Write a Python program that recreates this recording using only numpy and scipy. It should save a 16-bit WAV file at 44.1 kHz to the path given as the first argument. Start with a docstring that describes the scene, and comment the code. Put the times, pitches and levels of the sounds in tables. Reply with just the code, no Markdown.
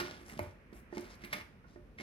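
"""Hands turning a glossy box

A small cardboard box is turned on a table in a quiet room, close to a phone with two microphones.
Fingers thump the hollow box: soft pushes ring its modes. Its stiff edges snap and tick: short noise
bursts with a ring. Skin slides over the coating: dense tiny slips, heard partly through the walls.
The room answers with a short diffuse tail over its own hush of steady noise.
"""
import sys
import numpy as np
from scipy import signal
from scipy.fft import rfft, irfft
from scipy.io import wavfile
from scipy.ndimage import uniform_filter1d

SR = 44100
rng = np.random.default_rng(int(sys.argv[2]) if len(sys.argv) > 2 else 0)


def boost(x):
    """Linear amplitude factor 10**(x/20) for a level x in decibels (scalar or array-like)."""
    u = np.asarray(x, float) / 20
    return 10 ** u


def materialize(psi):
    """Save the field psi as 16-bit PCM at rate SR to the path in sys.argv[1].

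    A 1-D psi becomes a single channel; in a 2-D psi each row is a channel.
    """
    bounded = np.clip(np.atleast_2d(psi).T, -1, 1)
    quanta = np.round(bounded * 32767).astype(np.int16)
    wavfile.write(sys.argv[1], SR, quanta)


N = 89082
LEAD_IN_S = 0.05  # played before time 0 and cut off, so sounds may already be under way
M = N + int(LEAD_IN_S * SR)


def on_log(table, hz):
    """Reads (frequency [Hz], value) rows on a log-frequency axis."""
    table = np.array(table, float)
    return np.interp(np.log(np.maximum(hz, 1.0)), np.log(table[:, 0]), table[:, 1])


def unit(x):
    """Scales x to an rms of 1."""
    return x / np.sqrt(np.mean(x ** 2))


def band(x, hz, width_hz):
    """Resonance with gain 1 at the centre."""
    return signal.lfilter(*signal.iirpeak(min(hz, 0.45 * SR), hz / width_hz, fs=SR), x)


def band_twice(x, hz, width_hz):
    """Two equal resonances in a row, for steeper skirts."""
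    return band(band(x, hz, width_hz), hz, width_hz)


def add(track, s, x):
    """Mixes x into the track at s seconds."""
    i = int((s + LEAD_IN_S) * SR)
    x = x[:M - i]
    track[i:i + len(x)] += x


def pair(a, b, likeness):
    """Mixes two spectra into a left and a right with the given likeness."""
    c = np.clip(likeness, 0, 1)
    shared, opposed = np.sqrt(1 + c) * a, np.sqrt(1 - c) * b
    return np.array([shared + opposed, shared - opposed]) / np.sqrt(2)


# Finger thumps on the box:
# (time [s], peak level at the box [dB], frequency favoured by the spot [Hz], push length [ms])
FINGER_THUMPS = [(-.012, -32, 357, 0.46), (-.004, -31, 1150, 0.076), (.013, -34, 400, 1.8),
                 (0.211, -45, 293, 0.44), (0.323, -45.5, 190, 3.2), (0.368, -40, 148, 1.74),
                 (.3915, -28, 640, 0.13), (.392, -35.5, 320, 0.45), (0.396, -42, 100, 5.4),
                 (0.437, -67, 100, 3.8), (0.454, -47.5, 100, 4.7), (0.726, -42, 290, 0.41),
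                 (0.926, -35.5, 369, 0.49), (0.9265, -46, 850, 0.33), (.97, -31.5, 321, 1.3),
                 (.9705, -41, 850, .4), (0.9759, -42.5, 362, 0.67), (1.237, -42, 330, 2.86),
                 (1.33, -39, 158, 0.2), (1.33, -40, 670, 0.061), (1.642, -56, 1130, 0.21),
                 (1.759, -42, 374, 0.48), (1.998, -40.5, 290, 0.48)]
# Modes of the hollow box: (frequency [Hz], level before scatter [dB], 60 dB decay time [s])
BOX_MODES = [(88.2, 8.5, 0.11), (155, 2, 0.062), (225.2, 11.5, 0.045), (290, 4, 0.061), (349, 2.5, 0.083),
             (380, -27, 0.021), (601, -9.5, 0.27), (640, 6.5, 0.027), (850, 4.5, 0.026),
             (1094, -12.5, 0.11), (1430, -9.5, 0.11), (1497, -18, 0.47), (1807, 0.5, 0.045)]


def thumps():
    """A soft push rings the modes near in pitch to the one favoured by the spot that is hit."""
    spot_octaves, far_mode_db, scatter_db = 0.36, -21, 1.5
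    sag_per_s = 0.304  # share by which the ring's pitch sinks as the wall relaxes
    build_up_cycles = 0.42  # a mode needs a moment to take up the blow
    out, t = np.zeros(M), np.arange(SR // 4) / SR
    hz, db, t60 = np.array(BOX_MODES, float).T[:, :, None]
    modes = np.sin(2 * np.pi * hz * t * (1 - sag_per_s * t / 2))
    modes = modes * 1000.0 ** (-t / t60) * (1 - np.exp(-hz * t / build_up_cycles))
    for s, peak_db, spot_hz, push_ms in FINGER_THUMPS:
        share = np.exp(-0.5 * (np.log2(hz / spot_hz) / spot_octaves) ** 2) + boost(far_mode_db)
        mode_db = db + scatter_db * rng.standard_normal(hz.shape)
        ring = (share * boost(mode_db) * modes).sum(0)
        push = np.sin(np.pi * np.clip(t[:SR // 100] * 1000 / push_ms, 0, 1)) ** 2
        blow = signal.fftconvolve(ring, -np.diff(push))  # the wall's acceleration is what radiates
        add(out, s, blow * boost(peak_db) / np.abs(blow).max())
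    return out


# Snaps and ticks of the edges: (time [s], snap level before the envelope's rms [dB],
# envelope time scale [ms], tick level over the snap [dB], ring level over the snap [dB])
EDGE_SNAPS = [(-.012, -36, 27.4, -20, -12), (.295, -54.5, 8, 1, 4), (.375, -51.5, 5.3, -25, -20),
              (.3915, -41.5, 3.5, -1.5, 0), (0.43, -64.5, 4.6, 13, -26), (0.727, -64, 14, -9, -14),
              (0.969, -56, 6.2, -7, 4), (1.008, -66, 5.7, 17.5, -11), (1.153, -66, 2.8, 10, -5),
              (1.218, -62.5, 9, -8, -3), (1.233, -57, 24, -37, 4), (1.244, -52.5, 16.7, 2, -3),
              (1.325, -38.5, 20.8, -6, -0.5), (1.408, -69, 13, -25, 16.5), (1.982, -62, 16.1, -20, 11.5),
              (2, -64, 2.16, -36, 20)]
# Resonances that ring after a snap: (frequency [Hz], width of one filter pass [Hz], level within the ring [dB])
RING_MODES = [(2169, 310, 1.5), (1807, 97, -10), (3200, 760, -36)]


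def snap_ring(jolt, burst):
    """A ring set off by one jolt, with a noisy rasp 5 dB below it."""
    ring = 0
    for hz, width_hz, db in RING_MODES:
        clean = unit(band_twice(jolt, hz, width_hz))
        rasp = boost(-5) * unit(band(burst, hz, width_hz))
        ring = ring + boost(db) * (clean + rasp)
    return ring


def snaps():
    """A short noise burst gives a broad snap and a treble tick; a jolt in it sets off a ring."""
    out, t = np.zeros(M), np.arange(SR // 20) / SR
    for s, db, ms, tick_db, ring_db in EDGE_SNAPS:
        u = t * 1000 / ms
        shape = u ** 2 * np.exp(-5.5 * u)
        shape = shape / shape.max()
        burst = rng.standard_normal(len(t)) * shape
        jolt = np.zeros(len(t))
        jolt[np.argmax(shape) // 2] = 1  # halfway up to the burst's peak
        snap = unit(band(burst, 2310, 5400))  # centre and width in Hz
        tick = unit(band_twice(burst, 10800, 9000))
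        parts = snap + boost(tick_db) * tick + boost(ring_db) * snap_ring(jolt, burst)
        add(out, s, boost(db) * np.sqrt(np.mean(shape ** 2)) * parts)
    return out


# Skin sliding on the coating: (middle [s], length [s], level before the swell [dB],
# centre frequency [Hz], level through the box walls over the direct slide [dB])
SKIN_SLIDES = [(.0, 0.46, -63, 3400, 16.5), (0.214, 0.11, -69, 7740, 8.5), (0.299, 0.13, -56.5, 6900, 1.5),
               (0.411, 0.3, -70.5, 6200, 13), (0.769, 0.12, -60, 10500, -0.5),
               (0.986, 0.19, -64.5, 5000, 9), (1.058, 0.1, -70, 8500, 13), (1.123, 0.11, -62.5, 4530, 5.5),
               (1.248, 0.15, -72, 7200, 15.5), (1.364, 0.18, -77.5, 3200, 27),
               (1.719, 0.16, -72, 4900, -23), (2.015, 0.095, -69.5, 4350, 18)]


def slip_grains():
    """Sparse random clicks of uneven strength, under a grip that wavers."""
    grains_per_s, spread_db = 6000, 2.2
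    grip_per_s, grip_db = 120, 1.8  # uneven grip of the sliding skin
    clicks = (rng.random(M) < grains_per_s / SR) * rng.standard_normal(M)
    clicks = clicks * boost(spread_db * rng.exponential(1, M))
    hold = int(SR / grip_per_s)
    steps = np.repeat(rng.standard_normal(M // hold + 2), hold)[:M]
    grip = uniform_filter1d(steps, hold // 2)
    return unit(clicks * boost(grip_db * grip))


def slides():
    """Dense tiny slips swell and fade; part of them sounds through the box walls."""
    out, t = np.zeros(M), np.arange(M) / SR - LEAD_IN_S
    grains = slip_grains()
    walls = unit(band(grains, 237, 600) + 0.26 * band(grains, 1880, 1770))
    for s, length, db, hz, wall_db in SKIN_SLIDES:
        swell = np.cos(np.pi * np.clip((t - s) / length, -0.5, 0.5)) ** 2
        skin = unit(band_twice(grains, hz, 1.3 * hz))
        out += swell * boost(db) * (skin + boost(wall_db) * walls)
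    return out


# Likeness of the room's sound at the two microphones, also used by the hush:
# (frequency [Hz], likeness [0-1])
MICROPHONE_LIKENESS = [(60, 0.88), (300, 0.94), (700, 0.26), (1500, 0), (3000, 0)]
# Tail of the quiet room: (frequency [Hz], 60 dB decay time [s], level [dB])
ROOM_TAIL = [(100, 0.12, 3), (520, 0.54, -5), (920, 0.39, -2.5), (2260, 0.3, -1), (5000, 0.53, -14),
             (12000, 0.26, 3.5)]


def noise_pair(length, f):
    """Spectra of white noise at both microphones, as alike as the table says."""
    a, b = rfft(rng.standard_normal(length)), rfft(rng.standard_normal(length))
    return pair(a, b, on_log(MICROPHONE_LIKENESS, f))


def room(x):
    """A diffuse tail of noise, each octave band dying at its own rate."""
    rise_s = 0.00067
    t, f = np.arange(SR) / SR, np.fft.rfftfreq(SR, 1 / SR)
    noise, tail = noise_pair(SR, f), 0
    levels = np.array(ROOM_TAIL)[:, ::2]
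    for hz in 60 * 2.0 ** np.arange(9):
        share = np.clip(1 - np.abs(np.log2(np.maximum(f, 1.0) / hz)), 0, 1)
        fade = 1000.0 ** (-t / on_log(ROOM_TAIL, hz)) * (1 - np.exp(-t / rise_s))
        fade = fade / np.sqrt(np.sum(fade ** 2))
        tail = tail + boost(on_log(levels, hz)) * irfft(noise * share, SR) * fade
    return signal.fftconvolve(x[None], tail, axes=1)[:, :M]


# Colour of the steady hush: (frequency [Hz], relative density [dB per Hz])
HUSH_COLOUR = [(25, -46), (45, 6), (65, 1), (122, -6), (210, -5.5), (344, -12.5), (511, -15), (760, -22),
               (1410, -25), (2500, -28), (3100, -35), (4730, -41.5), (15500, -35.5)]
# Mid band of the hush: (time [s], level [dB])
MID_HUSH_LEVEL = [(0, -67), (0.599, -69), (1.2, -64), (1.6, -71.5), (2.02, -94)]


def hush(f):
    """Steady room noise, much alike at both microphones in the bass; its mid band wavers, then sinks."""
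    low_hz, high_hz = 1030, 2480  # edges of the mid band
    steady = irfft(noise_pair(M, f) * boost(on_log(HUSH_COLOUR, f)), M)
    mid_gain = 1 / np.sqrt((1 + (low_hz / (f + 1)) ** 4) * (1 + (f / high_hz) ** 16))
    mid = irfft(noise_pair(M, f) * mid_gain, M)
    mid_db = np.interp(np.arange(M) / SR - LEAD_IN_S, *np.array(MID_HUSH_LEVEL).T)
    return boost(-58) * unit(steady) + boost(mid_db) * unit(mid)


# Left microphone over right for sound straight from the box: (frequency [Hz], level difference [dB])
LEFT_RIGHT_BALANCE = [(60, -1), (350, -6.5), (700, 1), (1400, -11), (2800, -2), (5500, 8), (11000, 18)]


def scene():
    """Box, room and hush at two microphones: the left hears earlier and with more treble."""
    right_lag_s = 0.00026
    f = np.fft.rfftfreq(M, 1 / SR)
    box = thumps() + snaps() + slides()
    half_db = on_log(LEFT_RIGHT_BALANCE, f) / 2
    lag = np.array([np.ones(len(f)), np.exp(-2j * np.pi * f * right_lag_s)])
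    direct = irfft(rfft(box) * boost([half_db, -half_db]) * lag, M)
    # the diffuse sound differs less between the microphones
    diffuse_gain = boost([0.44 * half_db, -0.4 * half_db])
    diffuse = irfft(rfft(room(box) + hush(f)) * diffuse_gain * lag, M)
    return (direct + diffuse)[:, M - N:]


def top_cut(x):
    """Nothing passes above the cut-off."""
    return signal.sosfilt(signal.butter(12, 15940, fs=SR, output="sos"), x)


# Treble response of both microphones: (frequency [Hz], gain [dB])
MICROPHONE_COLOUR = [(5500, 0), (7400, -11), (10500, -10), (13500, -14.5), (15700, -21)]


def record(dry):
    """Both microphones take away treble by the same response."""
    gain = boost(on_log(MICROPHONE_COLOUR, np.fft.rfftfreq(N, 1 / SR)))
    mix = irfft(rfft(dry) * gain, N)
    return top_cut(mix)


dry = scene()
out = record(dry)
materialize(out)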